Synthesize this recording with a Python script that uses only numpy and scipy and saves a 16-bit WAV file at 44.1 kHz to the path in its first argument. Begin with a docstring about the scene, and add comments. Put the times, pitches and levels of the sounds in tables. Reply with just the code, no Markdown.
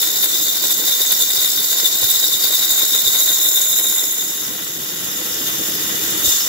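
"""Quick ringing, rasping surges: a narrow band saw bites a thin piece off a fretted wooden block,
close to a stereo microphone in a workshop. The teeth pluck the blade, tear fibres and spray dust;
the block rattles and knocks on the table, air puffs at the microphone, the drive hums. After 4 s the
feed eases and the blade mostly rubs in the kerf, until the teeth catch once more and the blade squeaks."""
import sys
import numpy as np
from scipy import signal
from scipy.fft import rfft, irfft, next_fast_len
from scipy.io import wavfile
from scipy.ndimage import uniform_filter1d

SR = 44100
rng = np.random.default_rng(int(sys.argv[2]) if len(sys.argv) > 2 else 0)


def pcm_store(signal):
    """Save signal as 16-bit PCM."""
    levels = np.round(np.clip(np.atleast_2d(signal), -1, 1) * 32767)
    wavfile.write(sys.argv[1], SR, levels.astype(np.int16).T)


N = 285761

# feed, as base level of the cut (time [s], level [dB])
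FEED = [(0.06, -21), (0.4, -21), (0.6, -22), (1.0, -20.5), (1.7, -21), (2.48, -20), (3.44, -19),
        (3.98, -20.5), (4.27, -25), (4.75, -27.5), (5.44, -24), (6.23, -21.5)]
# teeth digging in (time [s], ring drive [dB], chip drive [dB], lean to higher blade modes [Hz])
BITES = [(0.035, 5, 6, -20), (0.092, 2.5, -3, -40), (0.167, 0.5, 4, 20), (0.241, 5, 6.5, -20),
         (0.347, 6.5, -2, -60), (0.412, 2.5, -0.5, 30), (0.491, 6.0, -6, -70), (0.551, 2.5, -3, 20),
         (0.643, 5.5, 7, -20), (0.709, 6.5, 7.5, -90), (0.887, 5, 5.5, -10), (0.929, 8, 3.5, -60),
         (1.023, 5, 5, -20), (1.069, 3, -1, 0), (1.119, 6.5, 7, -70), (1.221, 7.5, 6.5, -60),
         (1.307, 2, 1, -40), (1.388, 7.5, -2, 30), (1.423, 2, 2.5, -30), (1.459, 6.5, 4.5, 20),
         (1.589, 5.5, 2, -70), (1.722, 3, 3, -10), (1.789, 4, 4, -20), (1.858, 10, 6, -100),
         (1.944, 3.5, -4, 0), (2.04, 6.5, 5, 30), (2.105, 7, 6.5, -30), (2.16, 6.0, 2, 40),
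         (2.241, 8.5, 4.5, 50), (2.343, 5, -1.5, -10), (2.45, 5.5, 4, 40), (2.544, 7, 4, 20),
         (2.635, 5, 3, 40), (2.716, 4.5, 2.5, 30), (2.784, 4, 5, -10), (2.826, 6.0, 5, 10),
         (2.95, 8.5, 3.6, 0), (2.992, 5, -1, 20), (3.075, 8.5, 2.5, -20), (3.158, 5.5, 4, 20),
         (3.217, 5.5, 6, 70), (3.291, 6.5, 0, 10), (3.335, 3, -0.5, 40), (3.422, 3, 0, 30),
         (3.462, 7, 3.5, 0), (3.572, 7.0, 1, -30), (3.64, 3.5, 0, -30), (3.734, 5, -4, 30),
         (3.793, 3.5, 5, 0), (3.871, 7, 1.5, 10), (3.996, 5.5, -3, -20), (4.129, 0, 1, -50),
         (4.21, 5.5, -1, -50), (4.39, 2, 0, 40), (5.48, 4.0, 5.5, -48)]
# kerf contact (time [s], share of cutting against rubbing [0-1], narrowness [0-1])
CONTACT = [(0, 0.75, 0.02), (2.6, 0.84, 0.08), (3.2, 0.9, 0.46), (3.7, 0.97, 1), (4.1, 0.8, 1),
           (4.5, 0.3, 0.55), (5.1, 0.12, 0.6), (6.48, 0.22, 0.55)]
# blade bending modes (centre [Hz], width [Hz], gain [dB])
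BLADE_MODES = [(3590, 85, 6), (3725, 105, 4), (3840, 100, -3.5), (3920, 670, -19)]
# ring drift under pressure (time [s], shift [Hz])
BLADE_SHIFT = [(0, -15), (1.8, -4.5), (2.3, 25), (3.3, 28.5), (4.0, -4.5), (4.6, -39.5), (6.48, -40)]
# higher blade modes (centre [Hz], width [Hz], gain [dB])
OVERTONE_MODES = [(4526, 70, 2.5), (4941, 60, 1.5), (5265, 110, 1), (5640, 120, 1), (6410, 60, 4),
                  (6941, 110, 0.5), (7198, 60, 1), (7430, 80, 0), (7773, 60, 2)]
# narrow-kerf resonances (centre [Hz], width [Hz], gain [dB])
KERF_MODES = [(7080, 750, 7.5), (11290, 200, 8), (4650, 1000, -10)]
# dust, tooth and block spectra, cutting and rubbing (frequency [Hz], gain [dB])
HISS_CUT_EQ = [(5470, -46), (9300, -15), (10400, -8), (11000, -4), (11800, -2), (12500, -4), (13300, -1),
               (14500, 0.5), (15300, 1), (15800, -2)]
HISS_RUB_EQ = [(5470, -41), (9300, -9), (9900, -4.5), (10600, -7), (11300, -6), (11900, -3.5), (12500, -6),
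               (12950, -1), (13500, -4), (14100, -0.5), (14600, -1), (14900, -4), (15200, -3.5),
               (15700, -5), (15800, -14)]
RASP_CUT_EQ = [(2350, -52), (4000, 4), (4150, 2), (4330, 1), (4560, 3.5), (4880, -2), (5150, 1.5),
               (5620, 3), (5880, 0), (6250, 3.5), (6730, 7.5), (7550, 8), (7890, 7), (8100, -20),
               (10500, -11), (17800, -120)]
RASP_RUB_EQ = [(2350, -28), (4000, -13), (4350, -8), (4830, -9.5), (5200, -7.5), (5990, -5.5), (6350, -4),
               (6800, -9), (7300, -6), (7680, -10.5), (8100, -10.5), (10500, -65), (17800, -120)]
WOOD_CUT_EQ = [(380, -1.5), (650, -3), (800, -2.5), (1050, -3), (1380, -5.5), (1530, 1.5), (1700, -3.5),
               (1870, 2), (2020, 2), (2200, -1), (2400, -2), (2690, -8.5), (3020, -2), (3270, 2.5),
               (3420, -5.5), (4420, -53), (7480, -120)]
WOOD_RUB_EQ = [(380, -23), (650, -44), (800, 1.5), (1000, 0), (1330, 4), (1540, 2), (1700, 8), (1950, 9),
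               (2210, -2), (2370, 3.5), (2650, 2.5), (2880, 9.5), (3100, 5), (3280, 10.5), (3450, 8),
               (4420, -36), (7480, -120)]
# rasp bands varied by the grain (centre [Hz])
GRAIN_BANDS_HZ = [4300, 4650, 5100, 5500, 5900, 6500, 7050, 7550]
# blade whistle (time [s], pitch [Hz], level [dB])
WHISTLE = [(0, 13600, -41), (1.3, 14380, -40), (1.8, 14450, -42), (2.2, 15220, -35), (2.7, 15250, -42),
           (3.25, 15430, -34), (3.55, 14870, -37), (4.05, 14500, -37), (4.4, 14130, -43),
           (4.85, 14230, -39), (5.25, 14200, -35), (5.7, 14290, -33), (6.1, 14240, -34), (6.48, 14300, -38)]
# block rattling on the table (time [s], base level [dB])
RATTLE = [(0.0, -40), (0.83, -36.5), (0.92, -40.5), (4.66, -40.5), (5.81, -35), (6.26, -34.5), (6.32, -45),
          (6.48, -36.5)]
# table rattle, table rumble, extra rumble filter with the block held down (frequency [Hz], gain [dB])
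RATTLE_EQ = [(160, -12.5), (280, -12), (318, 7), (377, 0), (499, -0.5), (571, -5), (750, -10), (980, -22),
             (1650, -120)]
RUMBLE_EQ = [(25, -26), (50, -10), (75, -5), (110, -4), (170, 3), (235, -0.5), (300, 3.5)]
HELD_EQ = [(60, -22), (105, -5.5), (150, 0), (400, 1)]
# motor and bearing tones (frequency [Hz], level [dB])
DRIVE_TONES = [(199.6, -57.5), (312.2, -61), (2008, -47), (15269, -51)]
# strong air puffs (time [s], level [dB])
PUFFS = [(1.598, -37), (2.037, -36), (2.355, -38), (2.832, -41), (3.082, -36.5), (3.472, -46), (6.285, -31)]
# puff spectrum (frequency [Hz], gain [dB])
PUFF_EQ = [(22, -19), (55, -4), (80, 0.5), (130, -2), (200, -5), (450, -12)]
# block landing on the table (time [s], level [dB])
KNOCKS = [(0.645, -34), (0.802, -39), (1.012, -34), (1.217, -34), (1.340, -36), (1.832, -32), (2.030, -35),
          (2.340, -37), (2.508, -32), (2.833, -32), (3.078, -28.5), (3.307, -36), (3.460, -37),
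          (3.489, -34), (6.249, -30.5), (6.283, -34)]
# knock spectrum (frequency [Hz], gain [dB])
KNOCK_EQ = [(60, -12), (180, -8), (250, -8), (315, 1), (420, 2), (540, 4), (680, -7), (1000, -22)]
# blade squeaks (time [s], Gaussian sigma [s], pitch [Hz], level [dB])
SQUEAKS = [(1.306, 0.0031, 3610, -18), (1.868, 0.0025, 3590, -23), (2.02, 0.0025, 11200, -18),
           (2.341, 0.0016, 3670, -16.5), (3.262, 0.003, 7000, -28), (6.25, 0.0055, 3650, -27),
           (6.302, 0.0037, 5200, -24), (6.326, 0.0037, 3600, -19.5), (6.411, 0.0054, 5380, -22),
           (6.425, 0.0033, 5260, -20.5)]

ROLLER_HZ, WHEEL_HZ = 70.6, 14.12  # turn rates: guide roller, band wheels
PORT_LAG_S = .00022  # right microphone port behind left
T = np.arange(N) / SR


def undb(db):
    """Decibels to gain."""
    return 10 ** (np.asarray(db) / 20)


def unit(x):
    """Scale to rms 1."""
    return x / np.sqrt(np.mean(x ** 2))


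def steady(x, settle_s):
    """Hold rms at 1; only flutter faster than settle_s remains."""
    window = signal.windows.hann(int(2 * settle_s * SR))
    power = signal.fftconvolve(np.mean(x ** 2, axis=0), window / window.sum(), mode="same")
    return x / np.sqrt(power + 1e-9)


def curves(table):
    """Table columns, linearly interpolated over time."""
    times_s, *columns = np.transpose(table)
    return [np.interp(T, times_s, column) for column in columns]


def walk(rate_hz):
    """Slewed random steps, rms 1."""
    hold = max(int(SR / rate_hz), 1)
    return unit(uniform_filter1d(rng.standard_normal(N)[np.arange(N) // hold], hold))


def swells(times_s, heights, sigma_s):
    """A Gaussian swell at each time."""
    kicks = np.bincount(np.clip(times_s * SR, 0, N - 1).astype(int), heights, N)
    return signal.fftconvolve(kicks, signal.windows.gaussian(SR // 2, sigma_s * SR), mode="same")


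def colour(x, eq):
    """Filter by (Hz, dB) points; 90 dB/octave roll-off outside them."""
    hz, db = np.transpose(eq)
    size = next_fast_len(N)
    octave = np.log2(np.maximum(np.arange(size // 2 + 1) * SR / size, 1))
    outside = np.maximum(np.log2(hz[0]) - octave, 0) + np.maximum(octave - np.log2(hz[-1]), 0)
    gain = undb(np.interp(octave, np.log2(hz), db) - 90 * outside)
    return irfft(rfft(x, size) * gain, size)[..., :N]


def resonate(x, hz, width_hz):
    """One resonance, unity peak gain."""
    return signal.lfilter(*signal.iirpeak(hz, hz / width_hz, fs=SR), x)


def bend(x, shift_hz):
    """Time-varying frequency shift."""
    analytic = signal.hilbert(x, next_fast_len(N))[..., :N]
    return np.real(analytic * np.exp(2j * np.pi * np.cumsum(shift_hz) / SR))


def pan(left_db):
    """Stereo gains for a left-minus-right level."""
    return undb(np.array([[left_db], [-left_db]]) / 2)


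def workshop(paths, room_db):
    """Three paths to stereo: 0 is direct, left port first; 1 and 2 are scattered, one per port."""
    direct = np.array([paths[0], np.roll(paths[0], round(PORT_LAG_S * SR))])
    return unit(direct + undb(room_db) * paths[1:])


def clicks(rate_hz, scatter_db):
    """Tiny uneven impulses of tearing fibres or contacts, one row per path."""
    chance = rng.uniform(-1, 1, (3, N))
    size = undb(scatter_db * np.clip(rng.standard_normal((3, N)), -2, 2))
    return unit((np.abs(chance) < rate_hz / SR) * np.sign(chance) * size)


def contact_db(cutting, cut_db, rub_db):
    """Blend of cutting and rubbing levels."""
    return cutting * cut_db + (1 - cutting) * rub_db


def surge_db(bite_s, rises_db):
    """Each bite adds a swell of vibration to the steady cut."""
    return 20 * np.log10(1 + swells(bite_s, np.maximum(undb(rises_db) - 1, 0), sigma_s=.011))


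def blade_ring(throb, lean_hz, centre_hz=3700, spread_hz=130):
    """Teeth pluck close blade modes, higher or lower from bite to bite; the wood steadies the swing."""
    chatter = throb * undb(2 * walk(320))
    ring = 0
    for hz, width_hz, db in BLADE_MODES:
        favour = np.exp(lean_hz * (hz - centre_hz) / spread_hz ** 2)
        plucks = chatter * clicks(rate_hz=4000, scatter_db=2.5)
        ring = ring + undb(db) * favour * resonate(plucks, hz, width_hz)
    ring = bend(ring, curves(BLADE_SHIFT)[0])
    ring = colour(ring, [(3300, -40), (3530, 11), (3900, 11), (4200, -8.5)])
    slip_rad = 1.3 * walk(60)
    stutter_db = 1.7 * np.sin(2 * np.pi * 2 * ROLLER_HZ * T + slip_rad)  # twice per roller turn
    return steady(workshop(ring, room_db=4) * undb(stutter_db), settle_s=.022)


def kerf(force, cutting, narrow, cut_eq, rub_eq):
    """Fibres tear while cutting, friction is smoother while rubbing; the narrow slot colours both."""
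    tear = unit(colour(force * clicks(rate_hz=9000, scatter_db=2.5), cut_eq))
    rub = unit(colour(np.sqrt(force) * clicks(rate_hz=18000, scatter_db=0), rub_eq))
    wide = np.sqrt(cutting) * tear + np.sqrt(1 - cutting) * rub
    resonances = sum((undb(db) - 1) * resonate(wide, hz, width_hz) for hz, width_hz, db in KERF_MODES)
    return (1 - narrow) * wide + narrow * unit(wide + resonances)


def dust_hiss(force, cutting, narrow):
    """Dust sprays from the kerf: diffuse treble."""
    dust = kerf(force * undb(1.2 * walk(260)), cutting, narrow, HISS_CUT_EQ, HISS_RUB_EQ)
    return workshop(dust, room_db=30) * undb(contact_db(cutting, 2, -0.2))


def tooth_rasp(force, cutting, narrow, grain_db=1.6):
    """Teeth scrape the kerf; changing grain swells and fades each band separately."""
    teeth = kerf(force * undb(0.8 * walk(300)), cutting, narrow, RASP_CUT_EQ, RASP_RUB_EQ)
    grain = sum((undb(grain_db * walk(22)) - 1) * resonate(teeth, hz, width_hz=330)
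                for hz in GRAIN_BANDS_HZ)
    return workshop(teeth + grain, room_db=5.5) * undb(contact_db(cutting, -0.8, -1.5)) * pan(1.4)


def high_mode(force, hz, width_hz):
    """One high blade mode, excited by tooth friction."""
    friction = force * clicks(rate_hz=9000, scatter_db=1)
    mode = resonate(resonate(friction, hz, width_hz), hz, width_hz)
    return workshop(mode, room_db=6)


def blade_chirp(throb, cutting, chip_db):
    """A chattering high mode flares with the bites."""
    chatter = throb * undb(4.5 * walk(280))
    return high_mode(chatter, hz=11330, width_hz=800) * cutting * undb(1.7 * chip_db - 9.5)


def blade_whistle(throb):
    """Thin sizzling mode; pitch rises with pressure on the blade."""
    pitch_hz, level_db = curves(WHISTLE)
    sizzle = high_mode(throb, pitch_hz.mean(), width_hz=240)
    return bend(sizzle, pitch_hz - pitch_hz.mean()) * undb(level_db)


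def wood_body(throb, cutting, narrow):
    """The cut shakes the block: midrange noise."""
    block = kerf(throb * undb(2 * walk(140)), cutting, narrow, WOOD_CUT_EQ, WOOD_RUB_EQ)
    return workshop(block, room_db=8) * undb(contact_db(cutting, -14, -6.5)) * pan(1.8)


def overtones(noise, chatter_db=3.2):
    """Higher blade modes colour the cut noise in independent short bursts."""
    return noise + sum(resonate(noise * (undb(db + chatter_db * walk(130)) - 1), hz, width_hz)
                       for hz, width_hz, db in OVERTONE_MODES)


def reflections(x, echo_db, t60_s):
    """Short echoes off table and saw frame."""
    age_s = T[:SR // 8]
    tail = rng.standard_normal((2, len(age_s))) * undb(-60 * age_s / t60_s)
    tail = tail / np.sqrt(np.sum(tail ** 2, axis=1, keepdims=True))
    echo = signal.fftconvolve(x, tail, axes=1)[:, :N]
    return (x + undb(echo_db) * echo) / np.hypot(1, undb(echo_db))


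def table_rattle(shake_db, cutting, full_hold_share=0.76):
    """The block rattles on the table; deep rumble opens up once the teeth stop holding it down."""
    held = np.minimum(cutting / full_hold_share, 1) ** 2
    jolts = undb(1.6 * walk(40))
    rattle = workshop(colour(jolts * clicks(rate_hz=1200, scatter_db=4.5), RATTLE_EQ), room_db=0.5)
    rattle = rattle * undb(contact_db(cutting, -3, 0.7) + 0.35 * shake_db) * pan(1.8)
    rumble = workshop(colour(jolts * clicks(rate_hz=590, scatter_db=1), RUMBLE_EQ), room_db=-3.5)
    rumble = (1 - held) * rumble + held * colour(rumble, HELD_EQ)
    rumble = rumble * undb(contact_db(held, -8.5, -2))
    return undb(curves(RATTLE)[0]) * (rattle + rumble)


def drive_hum(waver_hz=1.8, waver_db=2):
    """Motor and bearings hum and whine, wavering slightly."""
    tones = 0
    for hz, db in DRIVE_TONES:
        phase_rad = 2 * np.pi * np.cumsum(hz + waver_hz * walk(10)) / SR
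        lag_rad = np.array([[0], [2 * np.pi * hz * PORT_LAG_S]])
        tones = tones + undb(db + waver_db * walk(9.6)) * np.sqrt(2) * np.sin(phase_rad - lag_rad)
    return tones


def air_puffs(bite_s, sigma_s=.015):
    """Air from the cut buffets mainly the right port: a faint puff per bite, a few strong ones."""
    strong_s, strong_db = np.transpose(PUFFS)
    faint_db = -54 + 10 * rng.uniform(-0.24, 1, len(bite_s))
    envelope = swells(strong_s, undb(strong_db), sigma_s) + swells(bite_s, undb(faint_db), sigma_s)
    air = unit(colour(rng.standard_normal((2, N)), PUFF_EQ))
    return air * envelope * undb([[-12], [1]])


def knocks(sigma_s=.005):
    """The block jumps and lands; a quick clatter of contacts thuds in the table."""
    knock_s, knock_db = np.transpose(KNOCKS)
    thud = workshop(colour(clicks(rate_hz=1500, scatter_db=5), KNOCK_EQ), room_db=-6.5)
    return steady(thud, 2 * sigma_s) * swells(knock_s, undb(knock_db), sigma_s) * pan(2)


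def squeaks(jitter_hz=60):
    """The blade sticks for a few milliseconds and sings on one mode."""
    tones = 0
    for at_s, sigma_s, hz, db in SQUEAKS:
        envelope = np.exp(-.5 * np.minimum(((T - at_s) / sigma_s) ** 2, 100))
        phase_rad = 2 * np.pi * np.cumsum(hz + jitter_hz * walk(400)) / SR
        tones = tones + undb(db) * envelope * np.sin(phase_rad)
    return np.sqrt(2) * tones


def catch_db(release_s, at_s=6.238, attack_s=0.01, hold_s=0.05):
    """The teeth catch once more: quick rise, hold, exponential release."""
    age_s = T - at_s
    attack = np.clip(age_s / attack_s, 0, 1)
    release = np.exp(-np.maximum(age_s - attack_s - hold_s, 0) / release_s)
    return 6.5 * attack * release


def scene():
    """Feed and bites set the level of the cut; table, drive, air and squeaks add to it."""
    feed_db = curves(FEED)[0]
    cutting, narrow = np.clip(curves(CONTACT), 0, 1)
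    bite_s, ring_rises_db, chip_rises_db, leans_hz = np.transpose(BITES)
    pluck_db, chip_db = surge_db(bite_s, ring_rises_db), surge_db(bite_s, chip_rises_db)
    snag_db = catch_db(release_s=0.04)
    band_db = feed_db + .55 * np.sin(2 * np.pi * WHEEL_HZ * T)
    shake_db = 0.5 * chip_db + 0.08 * pluck_db
    # the ring is damped by a narrow kerf and grows faster than the bite force
    ring_db = band_db + contact_db(cutting, -4.4, -6.8) - 1.5 * narrow + 1.22 * (pluck_db + snag_db)
    # the roller presses the blade in once per turn; the grain makes the force uneven
    throb = undb(1.15 * np.sin(2 * np.pi * ROLLER_HZ * T))
    force = throb * undb(walk(100) + 0.28 * walk(400))

    ring = blade_ring(throb, np.interp(T, bite_s, leans_hz)) * undb(ring_db) * pan(1)
    hiss = dust_hiss(force, cutting, narrow) * undb(band_db + 0.52 * chip_db + 0.85 * snag_db)
    rasp_db = band_db + 0.27 * chip_db + catch_db(release_s=0.115)
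    rasp = tooth_rasp(force, cutting, narrow) * undb(rasp_db)
    chirp = blade_chirp(throb, cutting, chip_db) * undb(band_db)
    whistle = blade_whistle(throb)
    wood = wood_body(throb, cutting, narrow) * undb(feed_db + shake_db)
    cut = reflections(ring + chirp + whistle + overtones(hiss + rasp) + wood, echo_db=-7.5, t60_s=0.06)
    return cut + table_rattle(shake_db, cutting) + knocks() + drive_hum() + air_puffs(bite_s) + squeaks()


def record(dry):
    """Microphone: deep, wide treble notch and a steep low-pass."""
    for hz, width_hz in [(8500, 830), (8950, 790)]:
        dry = dry - resonate(dry, hz, width_hz)
    top_hz = 15690
    return signal.sosfilt(signal.ellip(12, .1, 80, top_hz, fs=SR, output="sos"), dry)


dry = scene()
out = record(dry)
pcm_store(out)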